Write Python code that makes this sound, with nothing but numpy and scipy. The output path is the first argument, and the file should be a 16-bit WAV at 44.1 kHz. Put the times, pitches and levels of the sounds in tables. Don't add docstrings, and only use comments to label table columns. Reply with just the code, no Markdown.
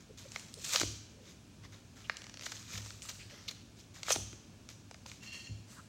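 import sys
import numpy as np
from scipy import signal
from scipy.fft import rfft, irfft
from scipy.io import wavfile

SR = 44100
rng = np.random.default_rng(int(sys.argv[2]) if len(sys.argv) > 2 else 0)


def output_pcm(signal):
    pcm = np.clip(np.atleast_2d(signal).T, -1, 1) * 32767
    wavfile.write(sys.argv[1], SR, np.round(pcm).astype(np.int16))


N = 259308

# (pitch [Hz], width [Hz], level [dB])
HOLLOW_MODES = [(580, 280, 3.5), (856, 470, -2.5)]
WALL_MODES = [(1264, 370, -0.22), (1900, 670, -1.6)]
SIZZLE_MODES = [(7300, 3100, 1.5), (11500, 1800, -3.5), (14100, 1900, -6)]


def undb(db):
    return 10 ** (np.asarray(db) / 20)


def unit(x):
    return x / np.sqrt(np.mean(x ** 2))


def on_log(hz, rows, column=1):
    rows = np.array(rows)
    return np.interp(np.log(np.maximum(hz, 1)), np.log(rows[:, 0]), rows[:, column])


def add(out, start, sound):
    i = int(np.clip(start * SR, 0, N - 1))
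    out[i:i + len(sound)] += sound[:N - i]


def ring(modes, size=512):
    t = np.arange(size) / SR
    out = sum((-1) ** k * width * undb(db) * np.exp(-np.pi * width * t) * np.sin(2 * np.pi * hz * t)
              for k, (hz, width, db) in enumerate(modes))
    edges_hz = [modes[0][0] * .7, min(modes[-1][0] * 1.25, SR * .48)]
    out = signal.lfilter(*signal.butter(3, edges_hz, "band", fs=SR), out)
    return out / np.sqrt(np.sum(out ** 2))


def film_modes(shape, pitch_hz):
    return [(ratio * pitch_hz, width * pitch_hz, db) for ratio, width, db in shape]


def shower(size, per_second, spread_db, grain_s):
    chance = rng.random(size) * SR / per_second
    hit = chance < 1
    grains = np.zeros(size)
    grains[hit] = undb(spread_db * np.minimum(-np.log(chance[hit]), 4.5)) ** 2
    energy = signal.lfilter([1], [1, -np.exp(-1 / (grain_s * SR))], grains) + 1e-9
    return energy / energy.mean()


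def air(hiss_db=-57, drift_db=0.2, hum_hz=104, hum_width_hz=25, hum_db=-61):
    # (pitch [Hz], relative level [dB])
    colour = [(15, -39), (25, -2.5), (84, -5), (223, -4), (503, -19.5), (575, -18), (734, -22), (1130, -25),
              (1740, -25), (1940, -30.5), (2350, -24), (3620, -27), (6380, -26.5), (14800, -46.5),
              (16000, -35)]
    hz = np.fft.rfftfreq(N, 1 / SR)
    hiss = unit(irfft(rfft(rng.standard_normal(N)) * undb(on_log(hz, colour)), N))
    hum_peak = 1 / (1 + (2 * (hz - hum_hz) / hum_width_hz) ** 2)
    hum = unit(irfft(rfft(rng.standard_normal(N)) * hum_peak, N))
    drift = np.interp(np.arange(N) / SR, np.linspace(0, N / SR, 24), rng.standard_normal(24))
    return undb(hiss_db + drift_db * drift) * hiss + undb(hum_db) * hum


def room_echo(sound, build_s=0.0023):
    # (pitch [Hz], level [dB], time to fade by 60 dB [s])
    echo_bands = [(99, -8, 1), (507, -12, 0.4), (1440, -14, 1), (3420, -6.5, 0.77), (6900, -1, 0.65),
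                  (9000, -0.5, 0.46), (15300, -5, 0.46)]
    t, hz = np.arange(SR) / SR, np.fft.rfftfreq(SR, 1 / SR)
    noise, tail = rfft(rng.standard_normal(SR)), 0
    for low in 31.25 * 2 ** (np.arange(19) / 2):
        centre = low * 2 ** (1 / 4)
        fade_s = on_log(centre, echo_bands, column=2)
        shape = np.exp(-np.log(1000) * t / fade_s) * (1 - np.exp(-t / build_s))
        band = irfft(noise * ((hz >= low) & (hz < low * 2 ** .5)), SR)
        tail = tail + undb(on_log(centre, echo_bands)) * band * shape / np.sqrt(np.sum(shape ** 2))
    return signal.fftconvolve(sound, tail)[:N]


def table_bumps(sag=0.033, rattle=0.24):
    # (time [s], strength [dB], length of contact [s])
    blows = [(0.812, -43.5, 0.0018), (0.833, -43, 0.0012), (0.849, -16.5, 0.022), (2.741, -34.5, 0.0081),
             (4.161, -42, 0.0029), (4.184, -51, 0.0025), (4.193, -22.5, 0.018), (4.331, -57.5, .002),
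             (5.492, -32.5, 0.0084)]
    # (pitch [Hz], level [dB], time to fade by 60 dB [s])
    table_modes = [(68.2, -10.5, .26), (103.8, -2.5, 0.32), (150, -5.5, .23), (249, 0, 0.046),
                   (328, 16.5, 0.023), (405, 6, 0.015)]
    out = np.zeros(N)
    for start, db, contact_s in blows:
        for hz, mode_db, fade_s in table_modes:
            t = np.arange(int(fade_s * SR)) / SR
            swing = np.exp(-np.log(1000) * t / fade_s) * (1 - np.exp(-2 * hz * t))
            swing /= 1 + (hz * contact_s) ** 4
            phase = 2 * np.pi * np.cumsum(hz * (1 + sag * np.exp(-hz * t / 2))) / SR
            near_mode = signal.butter(2, [hz / 2, hz * 2], "band", fs=SR, output="sos")
            noise = unit(signal.sosfilt(near_mode, rng.standard_normal(len(t))))
            add(out, start, undb(db + mode_db) * swing * (np.sqrt(2) * np.sin(phase) + rattle * noise))
    return out


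def finger_rubs(grip=0.39):
    # (start [s], length [s], level [dB], pitch [Hz])
    touches = [(0.086, 0.031, -53.5, 454), (0.237, .035, -54, 505), (.358, 0.0056, -37, 2230),
               (0.563, 0.031, -53, 490), (.736, 0.024, -41.5, 600), (1.1, 0.22, -63.5, 482),
               (2.038, .03, -54.5, 3000), (3.189, 0.047, -55, 2610), (3.295, 0.016, -55.5, 2700),
               (3.311, 0.039, -58, 581), (3.48, .016, -37.5, 4270), (4.115, 0.023, -27.5, 6060),
               (5.057, 0.0076, -47.5, 940), (5.762, 0.05, -54, 1405)]
    out = np.zeros(N)
    for start, length, db, hz in touches:
        size = int(length * SR)
        jerks = shower(size, per_second=2200, spread_db=1.5, grain_s=0.00035)
        slips = np.sqrt(grip + jerks) * rng.standard_normal(size)
        pressure = np.sin(np.pi * np.arange(size) / size)
        width_hz = 110 + .11 * hz
        sound = signal.fftconvolve(slips * pressure, ring([(hz, width_hz, 0)], size=1024))
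        add(out, start, undb(db) * sound * np.sqrt(size / 2 / np.sum(sound ** 2)))
    return out


def spoon_scrape(spread_db=3, slips_per_second=2500):
    # (pitch [Hz], width [Hz], level [dB])
    spoon_modes = [(1840, 44, -5.5), (2090, 160, -10), (2746, 43, 6.5), (3240, 60, -3.5), (4224, 36, 2),
                   (4630, 48, -3.5), (5550, 120, -6), (6380, 67, -9), (7070, 81, -9.5), (8050, 60, -25),
                   (8170, 60, -34), (9300, 84, -31), (11400, 270, -44)]
    # (time [s], strength [dB])
    drag = [(5.205, -64), (5.265, -51), (5.31, -54), (5.345, -46), (5.4, -50.5), (5.43, -58), (5.47, -50.5),
            (5.5, -75), (5.6, -110)]
    slipping = rng.random(N) < slips_per_second / SR
    slips = slipping * rng.standard_normal(N) * undb(spread_db * rng.exponential(size=N))
    force = undb(np.interp(np.arange(N) / SR, *np.transpose(drag), left=-200, right=-200))
    return signal.fftconvolve(unit(slips) * force, ring(spoon_modes, size=16384))[:N]


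def lid_crinkle(rub=0.24):
    # (start [s], swell [s], fade [s], film level [dB], wall compared with film [dB], film pitch [Hz])
    strokes = [(0, 0.0051, 0.08, -62, -5, 5000), (.173, 0.0017, 0.19, -49.5, -11.5, 5130),
               (.29, 0.066, 0.26, -51, -8, 5330), (.56, .07, .02, -46, -17, 5400),
               (0.635, 0.0085, 0.14, -39, -12, 5600), (.66, 0.045, 0.19, -36.5, -14, 5440),
               (.716, 0.019, 0.085, -28.5, -10.5, 5260), (.802, 0.012, 0.0048, -27.5, -4.5, 5250),
               (1.201, .1, 0.083, -54.5, -13, 4800), (1.621, 0.029, 0.023, -53, -0.5, 4300),
               (1.72, 0.0027, 0.11, -55.5, -4, 4940), (1.95, 0.02, 0.44, -57, -5, 5000),
               (2.39, 0.056, 0.49, -47.5, -9, 5150), (2.456, 0.0082, 0.0096, -35.5, -13, 4630),
               (2.518, 0.0026, 0.008, -38.5, -2, 4600), (2.66, 0.092, 0.13, -42.5, -8.5, 5070),
               (2.774, 0.0026, 0.01, -34, -13, 4800), (2.82, 0.038, 0.26, -51.5, -11, 5500),
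               (3.02, 0.0054, 0.26, -48, -9, 5850), (3.084, 0.0087, .024, -36, -11, 4900),
               (3.18, 0.027, 0.1, -52, -18, 3640), (3.291, 0.012, 0.42, -52.5, -7, 4320),
               (3.477, .009, 0.018, -35.5, -14.5, 4660), (3.505, .006, 0.012, -42, -14, 4950),
               (3.75, .05, .064, -56.5, -25, 5000), (3.934, 0.019, 0.17, -52, -6, 5070),
               (4.034, 0.068, .012, -39, -9, 5000), (4.074, 0.04, 0.038, -30.5, -8, 5300),
               (4.114, 0.0068, 0.025, -29.5, -20, 7050), (4.145, 0.012, .012, -38, -6, 4960),
               (4.685, 0.018, .048, -50.5, -11, 4800), (5.051, 0.025, .14, -51, -10, 5100),
               (5.217, 0.015, 0.15, -52.5, -7, 5070), (5.322, 0.011, 0.16, -54.5, -4.5, 6130),
               (5.66, 0.062, 0.15, -55, -5.5, 6050)]
    # (pitch [times film pitch], width [times film pitch], level [dB])
    lid_shape = [(.47, 0.058, 1), (.76, 0.25, 0), (1, 0.046, 0), (1.27, 0.33, 0.5)]
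    out, t = np.zeros(N), np.arange(SR // 3) / SR
    for start, swell, fade, film_db, wall_db, pitch_hz in strokes:
        sizzle_db = -11 + 14.5 * np.log2(pitch_hz / 5000)
        parts = ((HOLLOW_MODES, wall_db - 8), (WALL_MODES, wall_db),
                 (film_modes(lid_shape, pitch_hz), 0), (SIZZLE_MODES, sizzle_db))
        force = np.minimum(t / swell, 1) * np.exp(-2 * np.maximum(t - swell, 0) / fade)
        shared = shower(len(t), per_second=1500, spread_db=2.0, grain_s=0.00027) + rub
        for modes, part_db in parts:
            power = np.array([width * undb(db) ** 2 for _, width, db in modes])
            for mode, share in zip(modes, power / power.sum()):
                own = 0.59 * shower(len(t), per_second=270, spread_db=4.5, grain_s=0.0018)
                push = force * unit(np.sqrt(shared + own) * rng.standard_normal(len(t)))
                sound = signal.fftconvolve(push, ring([mode]))
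                add(out, start, undb(film_db + part_db) * np.sqrt(share) * sound)
    return out


def seal_ticks(pitch_hz=4080, least_gap_s=0.012):
    # (start [s], end [s], first gap [s], next gap [times the last], film level [dB])
    peels = [(2.219, 2.31, .0228, 1.12, -49), (2.3412, 2.446, .031, .72, -46.5)]
    ticks = []
    for time, end, gap, ratio, film_db in peels:
        wall_db, hollow_db = film_db - 8.5, film_db - 12.5
        while time < end:
            ticks.append((time, film_db, wall_db, hollow_db, pitch_hz))
            time += max(gap, least_gap_s)
            gap *= ratio
    return ticks


def cup_buckles(base_hz=4536, base_wall_db=-57.5, db_per_octave=88):
    # (time [s], film level [dB], wall level [dB], hollow level [dB])
    buckles = [(.319, -46, -65, -62), (.3603, -40, -39.5, -46.5), (.396, -48, -74, -68),
               (.5407, -43.5, -87, -76), (0.6453, -41, -66, -71), (0.6495, -46, -54, -67),
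               (0.7596, -22.5, -31.5, -41), (0.799, -30, -51, -47), (.815, -36, -38.5, -55),
               (.8319, -37, -43.5, -46), (2.0969, -36, -27, -43), (2.1695, -42, -60, -75),
               (2.4651, -44.5, -40, -49.5), (2.519, -43.5, -48, -56), (2.861, -49.5, -54, -55),
               (2.9054, -46.5, -49, -63), (3.0207, -45, -61, -72), (4.032, -37.5, -50.5, -56),
               (4.083, -51, -36, -42), (4.105, -29, -33.5, -28), (4.1131, -33, -37, -49),
               (4.1597, -37.5, -61, -37.5), (4.3294, -53, -55, -59), (4.6896, -46.5, -54.5, -64),
               (4.9116, -50.5, -54, -49), (4.944, -52.5, -53.5, -56.5), (5.0621, -47, -54, -52),
               (5.1161, -48, -51, -75)]
    return [(time, film_db, wall_db, hollow_db, base_hz * 2 ** ((base_wall_db - wall_db) / db_per_octave))
            for time, film_db, wall_db, hollow_db in buckles]


def plastic_snaps(events, chatter_s=.002, level_span_s=.004):
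    # (pitch [times snap pitch], width [times snap pitch], level [dB])
    patch_shape = [(.5, 0.072, 0), (.83, 0.33, 2.5), (1.08, 0.097, 8), (1.42, 0.43, 2.5)]
    out, t = np.zeros(N), np.arange(256) / SR
    for start, film_db, wall_db, hollow_db, pitch_hz in events:
        push = .12 * rng.standard_normal(len(t)) * np.exp(-t / chatter_s)
        push[0] = 1
        sizzle_db = film_db - 16 + 20 * np.log2(pitch_hz / 5000)
        parts = ((HOLLOW_MODES, hollow_db), (WALL_MODES, wall_db),
                 (film_modes(patch_shape, pitch_hz), film_db), (SIZZLE_MODES, sizzle_db))
        for modes, db in parts:
            sound = signal.fftconvolve(push, ring(modes))
            add(out, start, sound * undb(db) * np.sqrt(level_span_s * SR / np.sum(sound ** 2)))
    return out


def scene():
    snaps = plastic_snaps(cup_buckles() + seal_ticks())
    film, skin, thuds, scrape = lid_crinkle(), finger_rubs(), table_bumps(), spoon_scrape()
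    direct = snaps + undb(-2.5) * film + skin + thuds + undb(1) * scrape
    into_room = undb(-1.5) * snaps + undb(-8.5) * (film + skin) + undb(-0.5) * thuds + undb(3) * scrape
    return (direct + room_echo(into_room) + air())[None]


def record(dry):
    bass_cut = signal.butter(7, 47, "high", fs=SR, output="sos")
    treble_cut = signal.ellip(10, .2, 70, 15850, fs=SR, output="sos")
    return signal.sosfilt(treble_cut, signal.sosfilt(bass_cut, dry))


dry = scene()
out = record(dry)
output_pcm(out)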